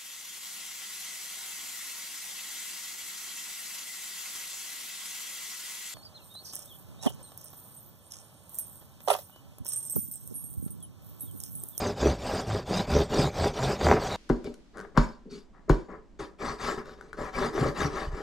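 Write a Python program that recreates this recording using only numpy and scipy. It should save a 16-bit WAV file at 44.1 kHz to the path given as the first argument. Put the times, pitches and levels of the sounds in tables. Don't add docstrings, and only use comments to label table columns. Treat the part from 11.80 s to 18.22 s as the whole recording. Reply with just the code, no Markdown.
import sys
import numpy as np
from scipy import signal
from scipy.fft import rfft, irfft
from scipy.io import wavfile

SR = 44100
rng = np.random.default_rng(int(sys.argv[2]) if len(sys.argv) > 2 else 0)


def to_linear_factor(level_db):
    exponent = np.asarray(level_db, float) / 20
    return 10 ** exponent


def digitize_waveform(pressure):
    field = np.atleast_2d(pressure).T
    bounded = np.clip(field, -1, 1)
    quanta = np.round(bounded * 32767).astype(np.int16)
    wavfile.write(sys.argv[1], SR, quanta)


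N = 283178
MOVE_S = 2.361


def rms_one(x):
    return x / np.sqrt(np.mean(x ** 2) + 1e-20)


def band(x, low_hz, high_hz):
    return signal.sosfilt(signal.butter(2, [low_hz, high_hz], "band", fs=SR, output="sos"), x + 1e-18)


def colour(x, points):
    hz, db = np.transpose(points)
    log_hz = np.log(np.fft.rfftfreq(N, 1 / SR) + 1)
    return irfft(rfft(x) * to_linear_factor(np.interp(log_hz, np.log(hz), db)), N)


def ring(clicks, hz, t60):
    r = to_linear_factor(-60 / (t60 * SR))
    w = 2 * np.pi * hz / SR
    return signal.lfilter([0, np.sin(w)], [1, -2 * r * np.cos(w), r * r], clicks + 1e-18)


def clicks_at(times, db):
    out = np.zeros(N)
    out[np.round(np.asarray(times) * SR).astype(int)] = to_linear_factor(np.asarray(db))
    return out


def grains(per_s, spread_db):
    sizes = to_linear_factor(spread_db * np.minimum(rng.exponential(1, N), 5)) * rng.choice([-1, 1], N)
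    return sizes * (rng.random(N) < per_s / SR)


def wobble(hz):
    return rms_one(band(rng.standard_normal(N), hz / 4, hz))


USUAL_BLOCK_DB = -35
BLADE_NEAR_DB, BLADE_FAR_DB = -34, -43.5
BLADE_FOLLOWS = 1.36
PUSH_GLIDE, PULL_GLIDE = 0.052, -0.011
CONTACT_HARDEST = 0.35
# start t/s, end t/s, hardest point/0-1, table level/dB, block level/dB
SAW_STROKES = [(-0.06, 0.124, 0.42, -30.5, -36.5), (0.15, 0.34, 0.59, -30, -35.5),
               (0.357, 0.609, 0.87, -33.5, -36), (0.634, 0.811, 0.55, -36, -38.5),
               (0.848, 1.018, 0.82, -33, -34.5), (1.061, 1.237, 0.52, -27, -34),
               (1.281, 1.487, 0.49, -26, -33.5), (1.514, 1.682, 0.88, -30, -34.5),
               (1.722, 1.956, 0.68, -30, -34.5), (1.978, 2.17, 0.35, -29.5, -34),
               (2.181, 2.448, 0.31, -38, -36.5), (4.583, 4.73, 0.56, -34.5, -36),
               (4.773, 4.921, 0.81, -33, -33), (5.365, 5.49, 0.4, -35.5, -39.5),
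               (5.519, 5.675, 0.68, -30.5, -33.5), (5.716, 5.899, 0.59, -28, -34),
               (5.939, 6.06, 0.75, -30, -32), (6.092, 6.259, 0.59, -35, -37),
               (6.292, 6.464, 0.51, -42.5, -43.5)]
# start t/s, end t/s, table, block and blade level/dB
CONTACT_RUBS = [(2.062, 2.204, -29.5, -30, -80), (2.637, 2.684, -37, -75, -53),
                (2.932, 3.065, -46, -50.5, -65.5), (3.142, 3.246, -36.5, -44.5, -61.5),
                (3.497, 3.591, -73.5, -87.5, -54.5), (3.726, 3.818, -67, -60.5, -91),
                (3.879, 3.911, -37.5, -52, -75), (4.079, 4.165, -42, -46.5, -73),
                (4.388, 4.444, -37, -41.5, -49), (4.971, 5, -36.5, -40, -52.5),
                (5.039, 5.146, -45.5, -53.5, -58), (5.148, 5.315, -52.5, -60.5, -66.5),
                (5.328, 5.36, -49, -52.5, -64)]


def contacts():
    rows = [(start, end, CONTACT_HARDEST, *levels, 0) for start, end, *levels in CONTACT_RUBS]
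    for k, (start, end, hardest, table_db, block_db) in enumerate(SAW_STROKES):
        close = start < MOVE_S
        usual_db = BLADE_NEAR_DB if close else BLADE_FAR_DB
        blade_db = usual_db + BLADE_FOLLOWS * (block_db - USUAL_BLOCK_DB)
        glide = PULL_GLIDE if k % 2 else PUSH_GLIDE
        rows.append((start, end, hardest, table_db, block_db, blade_db, glide * close))
    return rows


LINGER_S = 0.029


def strokes(rows):
    t, gains, glide = np.arange(N) / SR, np.zeros((3, N)), np.zeros(N)
    for start, end, peak, table_db, block_db, blade_db, slide in rows:
        span = slice(max(round(start * SR), 0), round(end * SR))
        along = (t[span] - start) / (end - start)
        swell = np.sin(np.pi / 2 * np.interp(along, [0, np.clip(peak, .1, .9), 1], [0, 1, 0]))
        levels = to_linear_factor(np.array([[table_db], [block_db], [blade_db]]))
        gains[:, span] += levels * swell ** np.array([[1.4], [1.15], [.9]])
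        glide[span] = slide * (2 * along - 1)
    linger = np.exp(-1 / (LINGER_S * SR))
    sliding = 1.07 * signal.lfilter([1 - linger], [1, -linger], gains)
    return np.maximum(gains, sliding), glide


CATCH_S = 0.14
# middle t/s, tooth rate f/Hz, buzz level/dB, usual octave level/dB
TEETH_CATCH = [(0.268, 70, -25, -36.5), (0.728, 104, -31, -49), (0.964, 94, -52, -32),
               (1.178, 72.6, -27, -33.5), (1.433, 71, -32, -31), (1.626, 84, -30, -61),
               (1.86, 132, -29.5, -50.5), (2.086, 76, -25.5, -42), (5.848, 65.6, -37, -35),
               (6.045, 72, -36, -38.5), (6.314, 32.5, -34.5, -43)]


def judder():
    t, rows = np.arange(N) / SR, np.array(TEETH_CATCH)
    nearest = np.searchsorted((rows[1:, 0] + rows[:-1, 0]) / 2, t)
    middle, teeth_hz, buzz_db, octave_db = rows[nearest].T
    catch = np.cos(np.pi * np.clip((t - middle) / CATCH_S, -.5, .5))
    phase = 2 * np.pi * np.cumsum(teeth_hz * (1 + 0.051 * wobble(38))) / SR
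    octave = np.cos(2 * phase + 1.0) + 0.36 * np.cos(4 * phase)
    waves = to_linear_factor(buzz_db) * np.cos(phase) + to_linear_factor(octave_db + 6.9 * wobble(25)) * octave
    return phase, catch, np.sqrt(2) * catch * waves


# f/Hz, level/dB, free t60/s
TABLE_MODES = [(40.3, 4.5, 0.21), (143.7, -2.5, 0.14), (193.5, -13, 0.6), (241.2, -7.5, 0.22),
               (339, -11.5, 0.1), (414, -2.5, 0.18), (518, -13, 0.19), (591, -5.5, 0.15), (781.4, -5, 0.14),
               (959, -10.5, 0.18), (1340, -7.5, 0.053), (1601, -11, 0.098), (2010, -8, 0.026)]


def table(clicks, modes, damping):
    return sum(to_linear_factor(db) * ring(clicks, hz, t60 * damping) * (-1) ** k
               for k, (hz, db, t60) in enumerate(modes))


# f/Hz, half-width f/Hz, lift level/dB
BLADE_MODES = [(3656, 136, 8.5), (4766, 256, 9), (5900, 860, 4), (7460, 140, 2.5), (12300, 1100, 7.5)]


def blade(grit, glide, cycles, patchy_db):
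    pitches, dealt, out = np.geomspace(2300, 14800, 36), rng.integers(0, 36, N), 0
    step = 1100
    coarse_glide = glide[::step]
    patches = rng.standard_normal((36, len(coarse_glide)))
    for k, hz in enumerate(pitches):
        lift_db = patchy_db * patches[k]
        for mode_hz, width, db in BLADE_MODES:
            lift_db = lift_db + db / (1 + ((hz - mode_hz * (1 + coarse_glide)) / width) ** 2)
        gain = np.interp(np.arange(N), np.arange(0, N, step), to_linear_factor(lift_db))
        pings = ring(ring(grit * (dealt == k), hz, cycles / hz), hz, 5.28 / hz)
        out = out + gain * rms_one(pings) * np.sqrt(hz)
    return out


def sawing(phase, bite, gains, steel, spectrum):
    bunch = 1 + np.clip(bite, 0, .9) * np.cos(phase)
    lumps = grains(900, 3.26) * bunch ** 2
    wood = sum(to_linear_factor(2.97 * wobble(6)) * table(lumps, [mode], 0.3) for mode in TABLE_MODES[2:9])
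    wood = wood + 0.29 * colour(lumps, spectrum)
    crunch = grains(3000, 2.25) * bunch * to_linear_factor(1.5 * wobble(30))
    block = 0.31 * table(crunch, TABLE_MODES[8:], 0.14) + 1.4 * colour(crunch, spectrum)
    out = gains[0] * rms_one(band(wood, 227, 604))
    out += gains[1] * rms_one(band(band(block, 812, 3900), 400, 2900))
    return out + gains[2] * bunch ** 0.32 * rms_one(colour(steel, spectrum))


# f/Hz, level/dB per Hz
NEAR_SPECTRUM = [(290, -21.5), (500, 18.5), (823, 9.5), (2610, -21.5), (4800, -25.5), (8610, -29.5),
                 (9930, -46.5), (12800, -50.5), (15000, -50)]


def near(phase, catch, gains, steel):
    mid = sawing(phase, .5 * catch, gains, steel, NEAR_SPECTRUM)
    mid += (0.43 * gains[0] + to_linear_factor(-44.0)) * rms_one(band(rng.standard_normal(N), 30, 202))
    fizz = to_linear_factor(-23.0) * gains[2] * rms_one(band(steel[::-1], 11600, 14600))
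    return np.array([mid, mid + fizz])


SING_S, SING_WAVER_HZ = 0.091, 153
# middle t/s, f/Hz, glide f/Hz per s, level/dB
SUNG_LINES = [(0.03, 4900, -3000, -43.5), (0.27, 5970, 8000, -45.5), (0.58, 4850, 0, -44.5),
              (0.96, 4960, 3000, -40.5), (0.98, 3830, 6000, -40), (1.15, 5600, 12000, -45.5),
              (1.411, 5000, 0, -38), (1.44, 3780, 4000, -42), (2.32, 3880, 499, -41.5),
              (3.535, 4450, 0, -57), (4.85, 4900, 5000, -46), (5.631, 3600, 1000, -48.5)]


def singing():
    out, age = np.zeros(N), np.arange(-SING_S / 2, SING_S / 2, 1 / SR)
    for s, hz, glide, db in SUNG_LINES:
        at = np.round((s + age) * SR).astype(int)
        swell = to_linear_factor(db) * np.cos(np.pi * age / SING_S)
        line = swell * np.cos(2 * np.pi * (hz + glide * age / 2) * age)
        out[at[at >= 0]] += line[at >= 0]
    return np.sqrt(2) * wobble(SING_WAVER_HZ) * out


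# t/s, level/dB of the click into the table
BLOCK_SNAPS = [(1.642, -17), (2.011, -21), (2.067, -10), (2.113, -5), (3.049, -35.5), (3.167, -22),
               (5.624, -20), (5.646, -21), (5.778, -20)]


def snaps():
    clicks = clicks_at(*np.transpose(BLOCK_SNAPS))
    dull = band(table(clicks, TABLE_MODES[4:], 0.19), 200, 3000)
    return dull + to_linear_factor(-10) * band(table(clicks, TABLE_MODES[8:], 0.11), 700, 3200)


# f/Hz, level/dB per Hz (shape only)
ROOM_SPECTRUM = [(25, 2.5), (55, 2.5), (95, -18), (200, -5), (450, -16.5), (900, -24), (2400, -34.5),
                 (7500, -42), (11000, -59.5), (16000, -64)]


def room_tone():
    shared, side = [to_linear_factor(-56) * rms_one(colour(w, ROOM_SPECTRUM)) for w in rng.standard_normal((2, N))]
    return shared + 0.48 * side * np.array([[1], [-1]])


def hiss():
    fade = np.exp(-np.maximum(np.arange(N) / SR - MOVE_S, 0) / 0.47)
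    return to_linear_factor(-61.5) * fade * rms_one(band(rng.standard_normal((2, N)), 1100, 5500))


KITCHEN_T60_S = 0.34


def kitchen(x):
    t = np.arange(int(.5 * SR)) / SR
    shared, own = rng.standard_normal((2, len(t))) * (t > .004)
    noise = shared + 0.52 * own * np.array([[1], [-1]])
    low = band(noise, 170, 2500) * to_linear_factor(-60 * t / KITCHEN_T60_S)
    high = band(noise, 2500, 14000) * to_linear_factor(-80 * t / KITCHEN_T60_S)
    tail = low + high
    tail = tail / np.sqrt(np.sum(tail ** 2, axis=1, keepdims=True))
    return signal.fftconvolve(x[None], tail, axes=1)[:, :N]


# f/Hz, level/dB per Hz
FAR_SPECTRUM = [(290, -37), (859, 8), (1350, 9.5), (3230, -17.5), (4670, -18.5), (7790, -22),
                (15000, -47.5)]
# low f/Hz, high f/Hz, share lost/0-1
WEAK_RANGES = [(520, 1097, 0.27), (2150, 2900, 0.42)]


def far(phase, catch, gains, steel, small):
    cut = sawing(phase, 0.055 + 0.19 * catch, gains, steel, FAR_SPECTRUM)
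    rocking = to_linear_factor(-6.5) * gains[0] * rms_one(table(grains(600, 3.8), TABLE_MODES[:2], 0.73))
    dry = (cut + rocking + jabs(steel) + small) * (np.arange(N) >= MOVE_S * SR)
    for low_hz, high_hz, share in WEAK_RANGES:
        dry = dry - share * band(dry, low_hz, high_hz)
    lean = (to_linear_factor(3) - 1) * band(dry, 1520 / 3.04, 1520 * 3.44)
    lean += 5.4 * np.gradient(band(dry, 2190, 2330))
    lean += 10.0 * np.gradient(band(dry, 30, 220))
    echoes = 2.6 * to_linear_factor(-18) * kitchen(dry)
    return np.array([dry + lean, dry - lean]) + echoes + room_tone() + hiss()


def spit_and_knock(bright, dull):
    spit = signal.lfilter([1], [1, -np.exp(-1 / (0.002 * SR))], bright)
    knock = band(ring(dull, 1480, 0.011), 500, 2000) * to_linear_factor(17.0)
    return band(spit * rng.standard_normal(N), 2800, 8600) + knock


# t/s, bright level/dB into the spit, dull level/dB into the knock
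CRUMB_TICKS = [(2.4927, -39.5, -52), (2.6438, -41, -57.5), (2.7412, -42, -66), (4.393, -56, -54.5),
               (5.015, -56, -54), (5.057, -51, -57), (5.094, -55, -52), (5.2107, -46.5, -49),
               (5.3305, -44, -44)]


def ticks():
    s, bright_db, dull_db = np.transpose(CRUMB_TICKS)
    return spit_and_knock(clicks_at(s, bright_db), clicks_at(s, dull_db))


# t/s, block level/dB, block f/Hz, thud level/dB, crack level/dB, plank level/dB
POINT_JABS = [(2.497, -8.5, 377, -21, -22, -18), (2.669, -26, 407, -52, -49.5, -32),
              (3.174, -7, 235, -13, -9, -19), (3.895, -5.5, 371, -12, -13.5, -26)]
UPRIGHT_BLADE_HZ = [4540, 5470, 7030]


def jabs(steel):
    t = np.arange(N) / SR
    crumbs = rms_one(band(grains(4000, 2.3), 520, 1500))
    dust = rms_one(colour(grains(8300, 2.6), FAR_SPECTRUM))
    dust = rms_one(band(dust, 2800, 9000))
    dust += rms_one(colour(steel, FAR_SPECTRUM))
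    dust += 0.62 * rms_one(sum(ring(dust, hz, 0.036) for hz in UPRIGHT_BLADE_HZ))
    s, block_db, block_hz, thud_db, crack_db, plank_db = np.transpose(POINT_JABS)
    blow = sum(ring(clicks_at([at + 0.00365], db), hz, 0.036) for at, db, hz in zip(s, block_db, block_hz))
    plank_hz, _, plank_t60 = TABLE_MODES[3]
    blow += ring(clicks_at(s + 0.00493, plank_db), plank_hz, plank_t60)
    blow += table(clicks_at(s + 0.0052, thud_db), TABLE_MODES[:2], 0.8)
    blow += table(clicks_at(s + 0.00404, block_db - 14), TABLE_MODES[2:], 0.62)
    blow += table(clicks_at(s + 0.0009, crack_db + 9), TABLE_MODES[9:12], 0.2)
    out = band(band(blow, 33, 1500), 15, 2200)
    for at, db in zip(s, crack_db):
        age = np.maximum(t - at, 0)
        out += to_linear_factor(db - 16.5) * (t > at) * np.exp(-age / 0.021) * crumbs
        slide = np.exp(-age / 0.053) + 2.3 * np.exp(-age / 0.0047)
        out += to_linear_factor(db - 35.5) * (t > at) * slide * dust
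    return out


def rattle():
    teeth = clicks_at(2.972 + .0098 * np.arange(5), -50)
    return spit_and_knock(2 * teeth, teeth)


DRAG_START_S, DRAG_END_S, DRAG_DB = 3.453, 3.58, -45


def drag():
    t = np.arange(N) / SR
    rub = grains(2500, 1.7) * (t > DRAG_START_S) * (t < DRAG_END_S)
    rub = band(table(rub, TABLE_MODES[3:6], 0.25), 134, 390)
    return to_linear_factor(DRAG_DB) * rms_one(rub) * np.sqrt((DRAG_END_S - DRAG_START_S) * SR / N)


def scene():
    phase, catch, buzz = judder()
    close_gains, glide = strokes([row for row in contacts() if row[0] < MOVE_S])
    far_gains, far_glide = strokes([row for row in contacts() if row[0] > MOVE_S])
    grit = grains(16000, 1.5) * to_linear_factor(0.92 * wobble(44))
    steel = rms_one(blade(grit, glide + far_glide, cycles=80.0, patchy_db=5.0))
    small = buzz + singing() + snaps() + ticks() + rattle() + drag()
    close = near(phase, catch, close_gains, steel) + small
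    wide = far(phase, catch, far_gains, steel, small)
    return np.where(np.arange(N) < MOVE_S * SR, close, wide)


def top_cut(x):
    return signal.sosfilt(signal.butter(12, 15570, fs=SR, output="sos"), x)


def record(dry):
    return top_cut(dry)


dry = scene()
out = record(dry)
digitize_waveform(out)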